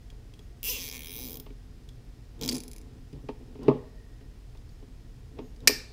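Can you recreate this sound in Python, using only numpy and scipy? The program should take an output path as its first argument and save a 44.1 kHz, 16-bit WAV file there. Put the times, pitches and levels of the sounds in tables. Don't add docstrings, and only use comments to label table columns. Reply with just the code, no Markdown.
import sys
import numpy as np
from scipy import signal
from scipy.fft import rfft, irfft
from scipy.io import wavfile
from scipy.ndimage import uniform_filter1d

SR = 44100
rng = np.random.default_rng(int(sys.argv[2]) if len(sys.argv) > 2 else 0)


def transcribe(signal):
    frames = np.atleast_2d(signal).T
    limited = np.clip(frames, -1, 1)
    pcm = np.round(limited * 32767).astype(np.int16)
    wavfile.write(sys.argv[1], SR, pcm)


N = 261181

# time in seconds, teeth per second.
PULL_SPEED = [(.6302, 69), (.6736, 370), (.6946, 516), (.7106, 504), (.7486, 314), (.7936, 185),
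              (.8636, 160), (.9086, 58), (.9486, 141), (.9836, 70), (1.1136, 88), (1.1486, 116),
              (1.2586, 131), (1.2986, 92), (1.3586, 73), (1.4016, 10)]
# time in seconds, level in dB, treble lift in dB, damping of the loop from 0 to 1.
PULL_SNAP = [(.63, -35.5, 1, 0.8), (.69, -34.5, -1.5, 0.5), (.76, -35, -7, 0.12), (.86, -37.5, 0, 0.2),
             (.95, -37, -4.5, 0.02), (1.03, -40.5, 1.5, 0.14), (1.13, -42.5, 8, 0), (1.24, -40.5, 0, 0.56),
             (1.4, -42.5, 0, 0.86)]
# start in seconds, level in dB, damping of the loop from 0 to 1, treble lift in dB.
HALTING_TEETH = [(2.4123, -39, .05, 3), (2.4234, -37, .05, 0), (2.434, -37.5, .1, -9), (2.44, -37, .3, -4),
                 (2.449, -38, .1, .5), (2.46, -37, .3, 3), (2.478, -31, 0.6, -3), (2.5133, -39, .05, 5),
                 (2.528, -35, .4, 0), (2.5434, -39, .05, 2), (2.5536, -36, .05, 4), (2.5656, -36, .5, 1),
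                 (2.5813, -39, 0.5, -1.5), (2.6034, -40, .7, -2), (2.6355, -41.5, 0.9, -2),
                 (2.6799, -43.5, .95, 0.5), (2.7145, -45, .95, -1.5), (2.7325, -46, .5, 3),
                 (2.7623, -47, 0.6, 0), (2.7819, -49.5, 0.8, 1), (2.814, -55, .6, -4)]
# time in seconds, tuning factor of the loop, tuning factor of the strap.
TUNING = [(.63, 1.07, .88), (.76, 1.1, .9), (.82, 1.02, .97), (.89, .99, 1.02), (1.0, .99, 1.0),
          (1.4, 1.0, 1.0)]
# frequency in Hz, bandwidth in Hz, level in dB.
LOOP_MODES = [(420, 220, -23.5), (870, 630, -16), (1847, 66, -24), (2460, 460, -1.5), (2780, 450, -44)]
STRAP_MODES = [(3260, 630, 3), (3750, 400, -11)]
TAIL_MODES = [(4120, 1250, -12), (5140, 610, -2.5), (5320, 2000, 3.5), (6280, 235, -11), (6120, 490, -17),
              (7090, 1360, -3)]
HEAD_MODES = [(9270, 1600, -2.5), (9700, 300, -10), (10430, 1270, -4.5), (10550, 440, -10)]
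PAWL_MODES = [(12500, 1000, -41), (12100, 1080, -5), (13200, 2300, 0.5), (13800, 1300, -0.5),
              (15000, 550, -6)]
# level in dB, change at full damping in dB, share of the
# treble lift, change in the halting pull in dB, further change once the head is pinched in dB.
PART_BALANCE = [(0.5, -8, -0.13, 1, -3.5), (-2, -3, 0.35, 3, -8.5), (.5, -1.5, -0.098, 3.5, 0),
                (-1.5, 2, 0.6, -4.5, 8), (2, 6.5, 0.74, -2.5, -7.5)]
# frequency in Hz, spectral density in dB.
SNIP_SPECTRUM = [(600, -12), (1400, -37), (1850, -10.5), (2400, 1.5), (3400, -13.5), (4100, -2.5),
                 (5300, 2), (6400, -5), (8000, -6.5), (11500, -15.5), (14300, -8.5), (15300, -22),
                 (16500, -47.5)]
# frequency in Hz, level in dB, 60 dB decay time in seconds.
STEEL_MODES = [(1750, -20, .03), (1820, -15, .035), (2370, -18, .025), (4100, -23, .035), (4260, -27, .06),
               (4550, -24, .03), (4820, -17, .03), (5220, -13, .022), (5600, -20, .015), (6220, -19, .015)]
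# start in seconds, level in dB, pitch in Hz.
PLASTIC_TICKS = [(0.102, -40.5, 3260), (0.338, -42, 3250), (.392, -41.5, 3370), (1.4618, -51, 1830),
                 (1.8891, -38.5, 3390), (2.393, -48, 3620), (2.434, -24, 4000), (2.4897, -12, 4610),
                 (2.4952, -18, 5000), (2.522, -22.5, 4510), (2.548, -25.5, 5100), (3.129, -49, 4900),
                 (3.632, -41.5, 4720), (4.5736, -48, 3530), (4.692, -51, 4600), (5.164, -56, 4950),
                 (5.562, -48.5, 4730), (5.6043, -45.5, 3780)]
# start in seconds, blow level in dB, knock level in dB, weight in dB gained per octave down.
BENCH_BUMPS = [(0.121, -43, -70, -1), (0.327, -42.5, -76, 3), (.393, -45, -68, 2),
               (1.463, -39, -52.5, -8.5), (1.504, -39, -59, 10), (3.129, -33, -59, 12),
               (3.238, -36, -80, 11), (3.2875, -16.5, -42, -2.5), (3.553, -33.5, -61, 1),
               (3.589, -30.5, -62.5, 11.5), (3.682, -1.5, -35, 2), (3.695, -8.5, -52, -2),
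               (3.712, -12.5, -57, -1.5), (4.21, -43.5, -61, 2), (4.549, -43, -60.5, -4),
               (4.825, -37.5, -62, 6), (5.3877, -20, -47, 0), (5.674, -23, -48, -6),
               (5.693, -14.5, -42, -1.5)]
# frequency in Hz, level in dB, 60 dB decay time in seconds.
WOOD_MODES = [(138, -23.5, 0.21), (239, -17.5, 0.099), (268, -9.5, 0.1), (314.7, -21, 0.13),
              (379, -15.5, 0.027), (419, -3, 0.083), (507, -11, 0.067), (626.4, -11, 0.079),
              (733, -17.5, 0.066), (858, -9, 0.043), (920, -15, 0.12), (1023, -13.5, 0.072),
              (1125, -11, 0.047), (1252, -17, 0.06)]
# frequency in Hz, spectral density in dB.
KNOCK_SPECTRUM = [(700, -6), (1500, -8.5), (2500, 0.5), (3500, -7.5), (5000, -15), (8000, -32),
                  (16000, -56)]
# start in seconds, length in seconds, level in dB.
DRAG_STROKES = [(0.748, 0.26, -57), (1.163, 0.21, -49), (2.422, 0.14, -36), (2.647, 0.33, -61),
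                (3.154, 0.042, -52.5), (3.41, 0.11, -53.5), (3.626, 0.13, -37.5), (5.384, 0.028, -42.5),
                (5.646, 0.076, -43)]
# frequency in Hz, bandwidth in Hz, spectral density in dB.
RUB_BANDS = [(137, 73, -7.5), (254.2, 32, 2.5), (322, 83, -6), (419, 80, -7), (714, 260, -22),
             (1003, 49, -24), (1250, 190, -38.5), (3000, 1200, -38.5)]
# centre in seconds, length in seconds, level in dB.
SQUEAK_EVENTS = [(.435, .05, -74), (4.723, 0.044, -73), (5.463, 0.1, -73)]
# time in seconds, level in dB.
HISS_LEVEL = [(3.55, -93), (3.65, -67.5), (4.22, -76), (4.35, -90)]
# frequency in Hz, level in dB, 60 dB decay time in seconds.
GARAGE_DECAY = [(154, -24, 0.046), (505, -16.5, 0.71), (1420, -13, 0.44), (2350, -12.5, 0.41),
                (3300, -13.5, 0.41), (4400, -14.5, 0.63), (4930, -8, 0.3), (6870, -21.5, 0.48),
                (15000, -8, 0.18)]
# frequency in Hz, bandwidth in Hz, level in dB.
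HUM_BANDS = [(40.4, 21.5, -57), (121.5, 2.2, -59.5), (431, 27, -73), (705.4, 22, -78.5), (1878, 98, -82.5),
             (5060, 540, -80.5)]
# frequency in Hz, spectral density in dB.
AIR_SPECTRUM = [(12, -32), (20, -6), (48, 0.5), (65, -8), (123, -11), (146, -17.5), (248, -22), (367, -27),
                (558, -34.5), (1060, -40), (5080, -44.5), (14700, -56.5), (16000, -54)]

PINCH_S = 2.52
SWELL_S, SWELL_LENGTH_S, SWELL_DB = 1.245, .075, 8
SWELL_HZ, SWELL_WIDTH_HZ = 4975, 300
HALTING_WIDEN = 1.02
# delay in seconds, level in dB.
BENCH_ECHOES = ((.0018, -8), (.0037, -11), (.0062, -14))


def ratchet(pull, wander_db=2.0, uneven_db=1.0, detune=.015, spread_s=.0008, jitter_s=.000012):
    snap_s, snap_db, snap_lift, snap_damping = np.transpose(PULL_SNAP)
    halt_s, halt_db, halt_damping, halt_lift = np.transpose(HALTING_TEETH)
    tuning_s, loop_tuning, strap_tuning = np.transpose(TUNING)
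    times = np.append(pull, halt_s)
    halting = times > pull[-1]
    tunings = [np.interp(times, tuning_s, loop_tuning), np.interp(times, tuning_s, strap_tuning), 1, 1, 1]
    force_db = np.append(np.interp(pull, snap_s, snap_db), halt_db)
    lift_db = np.append(np.interp(pull, snap_s, snap_lift), halt_lift)
    damping = np.append(np.interp(pull, snap_s, snap_damping), halt_damping)
    swell_db = SWELL_DB * np.exp(-((times - SWELL_S) / SWELL_LENGTH_S) ** 2)
    since_tooth = (np.arange(500) - (times * SR % 1)[:, None]) / SR
    parts = (LOOP_MODES, STRAP_MODES, TAIL_MODES, HEAD_MODES, PAWL_MODES)
    snaps = 0
    for modes, tuning, balance in zip(parts, tunings, PART_BALANCE):
        part_db, damping_db, lift_share, halting_db, pinch_db = balance
        level_db = force_db + part_db + damping_db * damping + lift_share * lift_db
        level_db += halting_db * halting + pinch_db * (times > PINCH_S)
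        for hz, width_hz, db in modes:
            louder, higher, uneven, late = rng.standard_normal((4, len(times)))
            louder, higher = (rms_one(uniform_filter1d(v, size=21)) for v in (louder, higher))
            swell_share = np.exp(-((hz - SWELL_HZ) / SWELL_WIDTH_HZ) ** 2)
            gain = amp(level_db + db + wander_db * louder + uneven_db * uneven + swell_db * swell_share)
            t = (since_tooth - spread_s * rng.random() - jitter_s * late[:, None]).clip(0)
            decay = np.pi * width_hz * np.where(halting, HALTING_WIDEN, 1)[:, None] * t
            envelope = decay * np.exp(1 - decay)
            pitch = hz * tuning * (1 + detune * higher)
            snaps = snaps + gain[:, None] * envelope * np.sin(2 * np.pi * pitch[:, None] * t)
    out = np.zeros(N)
    for s, snap in zip(times, snaps):
        add(out, s, snap)
    return out + sum(amp(db) * np.roll(out, round(s * SR)) for s, db in BENCH_ECHOES)


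def tooth_times():
    t = np.arange(PULL_SPEED[0][0], PULL_SPEED[-1][0], 1 / SR)
    teeth_passed = np.cumsum(np.interp(t, *np.transpose(PULL_SPEED))) / SR
    return np.interp(np.arange(int(teeth_passed[-1]) + 1), teeth_passed, t)


def cutters(start_s=5.6733, crack_db=-1, rise_s=0.00141, decay_s=.034):
    t = np.arange(2048) / SR
    envelope = amp(-60 * t / decay_s) * (1 - np.exp(-t / rise_s))
    colour = spectral_gain(SNIP_SPECTRUM, len(t))
    crack = rng.standard_normal(len(t))
    for _ in range(8):
        dying = np.sign(crack) * np.sqrt(np.abs(crack) * envelope)
        crack = irfft(colour * np.exp(1j * np.angle(rfft(dying))), len(t))
    fade = np.minimum(t / rise_s, 1) * (1 - t / t[-1]) ** 2
    out = sum(ring(clicks([start_s + rise_s], amp(db)), hz, t60) for hz, db, t60 in STEEL_MODES)
    add(out, start_s, amp(crack_db) * fade * crack / np.abs(crack).max())
    return out


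def ticks(relative_width=.7, t60_s=0.027):
    out, t = np.zeros(N), np.arange(round(.08 * SR)) / SR
    for s, db, hz in PLASTIC_TICKS:
        splash = rms_one(resonance(rng.standard_normal(len(t)), hz, relative_width * hz))
        burst = 0.42 * np.sin(2 * np.pi * hz * t) + 0.29 * splash
        add(out, s, amp(db - 60 * t / t60_s) * burst)
    return out


def bench(pull, teeth_db=-44, contact_s=0.00034, knock_t60_s=0.06, low_cut_hz=110):
    starts, blow_db, knock_db, weight_db = np.transpose(BENCH_BUMPS)
    teeth = amp(teeth_db) * clicks(pull, 0.61)
    out = np.zeros(N)
    for k, (hz, db, t60) in enumerate(WOOD_MODES):
        scatter = amp(rng.normal(0, 2, len(starts)))
        blows = clicks(starts, amp(blow_db + weight_db * np.log2(420 / hz)) * scatter)
        out += ring((-1) ** k * amp(db) * (blows + teeth), hz, t60)
    pole = np.exp(-1 / (contact_s * SR))
    out = signal.lfilter([(1 - pole) ** 2], [1, -2 * pole, pole * pole], out)
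    radiation = signal.butter(2, low_cut_hz, "high", fs=SR, output="sos")
    out = signal.sosfilt(radiation, out)
    t = np.arange(round(.08 * SR)) / SR
    attack = np.minimum(t / 0.00037, 1)
    for s, db in zip(starts, knock_db):
        add(out, s, coloured(KNOCK_SPECTRUM, len(t)) * amp(db - 60 * t / knock_t60_s) * attack)
    return out


def drag(lumpy_db=1.5, rise_db_per_s=503, fall_db_per_s=263, rest_db=-63):
    t = np.arange(N) / SR
    level = np.full(N, amp(rest_db))
    for s, length, db in DRAG_STROKES:
        level += amp(db - rise_db_per_s * (s - t).clip(0) - fall_db_per_s * (t - s - length).clip(0))
    lumps = rms_one(uniform_filter1d(uniform_filter1d(rng.standard_normal(N), size=900), size=900))
    friction = rng.standard_normal(N) * amp(lumpy_db * lumps)
    wood = sum(amp(db) * narrow_band(friction, hz, width) * np.sqrt(width) for hz, width, db in RUB_BANDS)
    return level * rms_one(wood)


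def squeaks(pitch_hz=6650, waver_hz=40, octave_db=-5):
    t = np.arange(N) / SR
    gate = sum(amp(db) * np.exp(-(2 * (t - s) / length) ** 4) for s, length, db in SQUEAK_EVENTS)
    waver = rms_one(uniform_filter1d(rng.standard_normal(N), size=200))
    phase = 2 * np.pi * np.cumsum(pitch_hz + waver_hz * waver) / SR
    return gate * (np.sin(phase) + amp(octave_db) * np.sin(2 * phase))


def hiss(centre_hz=1864, width_hz=150):
    level = amp(np.interp(np.arange(N) / SR, *np.transpose(HISS_LEVEL)))
    return level * narrow_band(rng.standard_normal(N), centre_hz, width_hz)


def garage(x, build_up_s=0.0073):
    hz, db, t60 = np.transpose(GARAGE_DECAY)
    t = np.arange(round(.6 * SR)) / SR
    edges_hz = 90 * 2 ** np.arange(0, 7.7, 1 / 3)
    tail = 0
    for low, high in zip(edges_hz, edges_hz[1:]):
        log_centre = np.log(np.sqrt(low * high))
        band_pass = signal.butter(2, [low, high], "band", fs=SR, output="sos")
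        band = signal.sosfilt(band_pass, rng.standard_normal(len(t)))
        band_db, decay_s = (np.interp(log_centre, np.log(hz), column) for column in (db, t60))
        tail = tail + band * amp(band_db - 60 * t / decay_s) / np.sqrt(decay_s * SR / 14)
    return signal.fftconvolve(x, tail * np.clip(t / build_up_s, 0, 1) ** 2)[:N]


def background(air_db=-46.5):
    hum = sum(amp(db) * narrow_band(rng.standard_normal(N), hz, width) for hz, width, db in HUM_BANDS)
    return amp(air_db) * coloured(AIR_SPECTRUM, N) + hum


def amp(db):
    return 10 ** (np.asarray(db) / 20)


def rms_one(x):
    return x / np.sqrt(np.mean(x ** 2) + 1e-20)


def clicks(times, gains):
    out = np.full(N, 1e-18)
    np.add.at(out, np.round(np.asarray(times) * SR).astype(int), gains)
    return out


def ring(x, hz, t60):
    r, w = amp(-60 / (t60 * SR)), 2 * np.pi * hz / SR
    return signal.lfilter([0, np.sin(w)], [1, -2 * r * np.cos(w), r * r], x)


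def resonance(x, hz, width_hz):
    r, w = np.exp(-np.pi * width_hz / SR), 2 * np.pi * hz / SR
    return signal.lfilter(np.array([1, 0, -1]) * (1 - r * r) / 2, [1, -2 * r * np.cos(w), r * r], x)


def narrow_band(x, hz, width_hz):
    return rms_one(resonance(resonance(x, hz, width_hz), hz, width_hz))


def spectral_gain(spectrum, size):
    hz, db = np.transpose(spectrum)
    return amp(np.interp(np.log(np.fft.rfftfreq(size, 1 / SR) + 1), np.log(hz), db))


def coloured(spectrum, size):
    return rms_one(irfft(rfft(rng.standard_normal(size)) * spectral_gain(spectrum, size), size))


def add(out, s, sound):
    at = int(s * SR)
    out[at:at + len(sound)] += sound


def scene():
    pull = tooth_times()
    direct = ratchet(pull) + ticks() + bench(pull) + drag() + cutters()
    return (direct + garage(direct) + squeaks() + hiss() + background())[None]


def record(dry):
    rounded = .97 * np.tanh(dry / .97)
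    return signal.sosfilt(signal.cheby2(12, 60, 16600, fs=SR, output="sos"), rounded)


dry = scene()
out = record(dry)
transcribe(out)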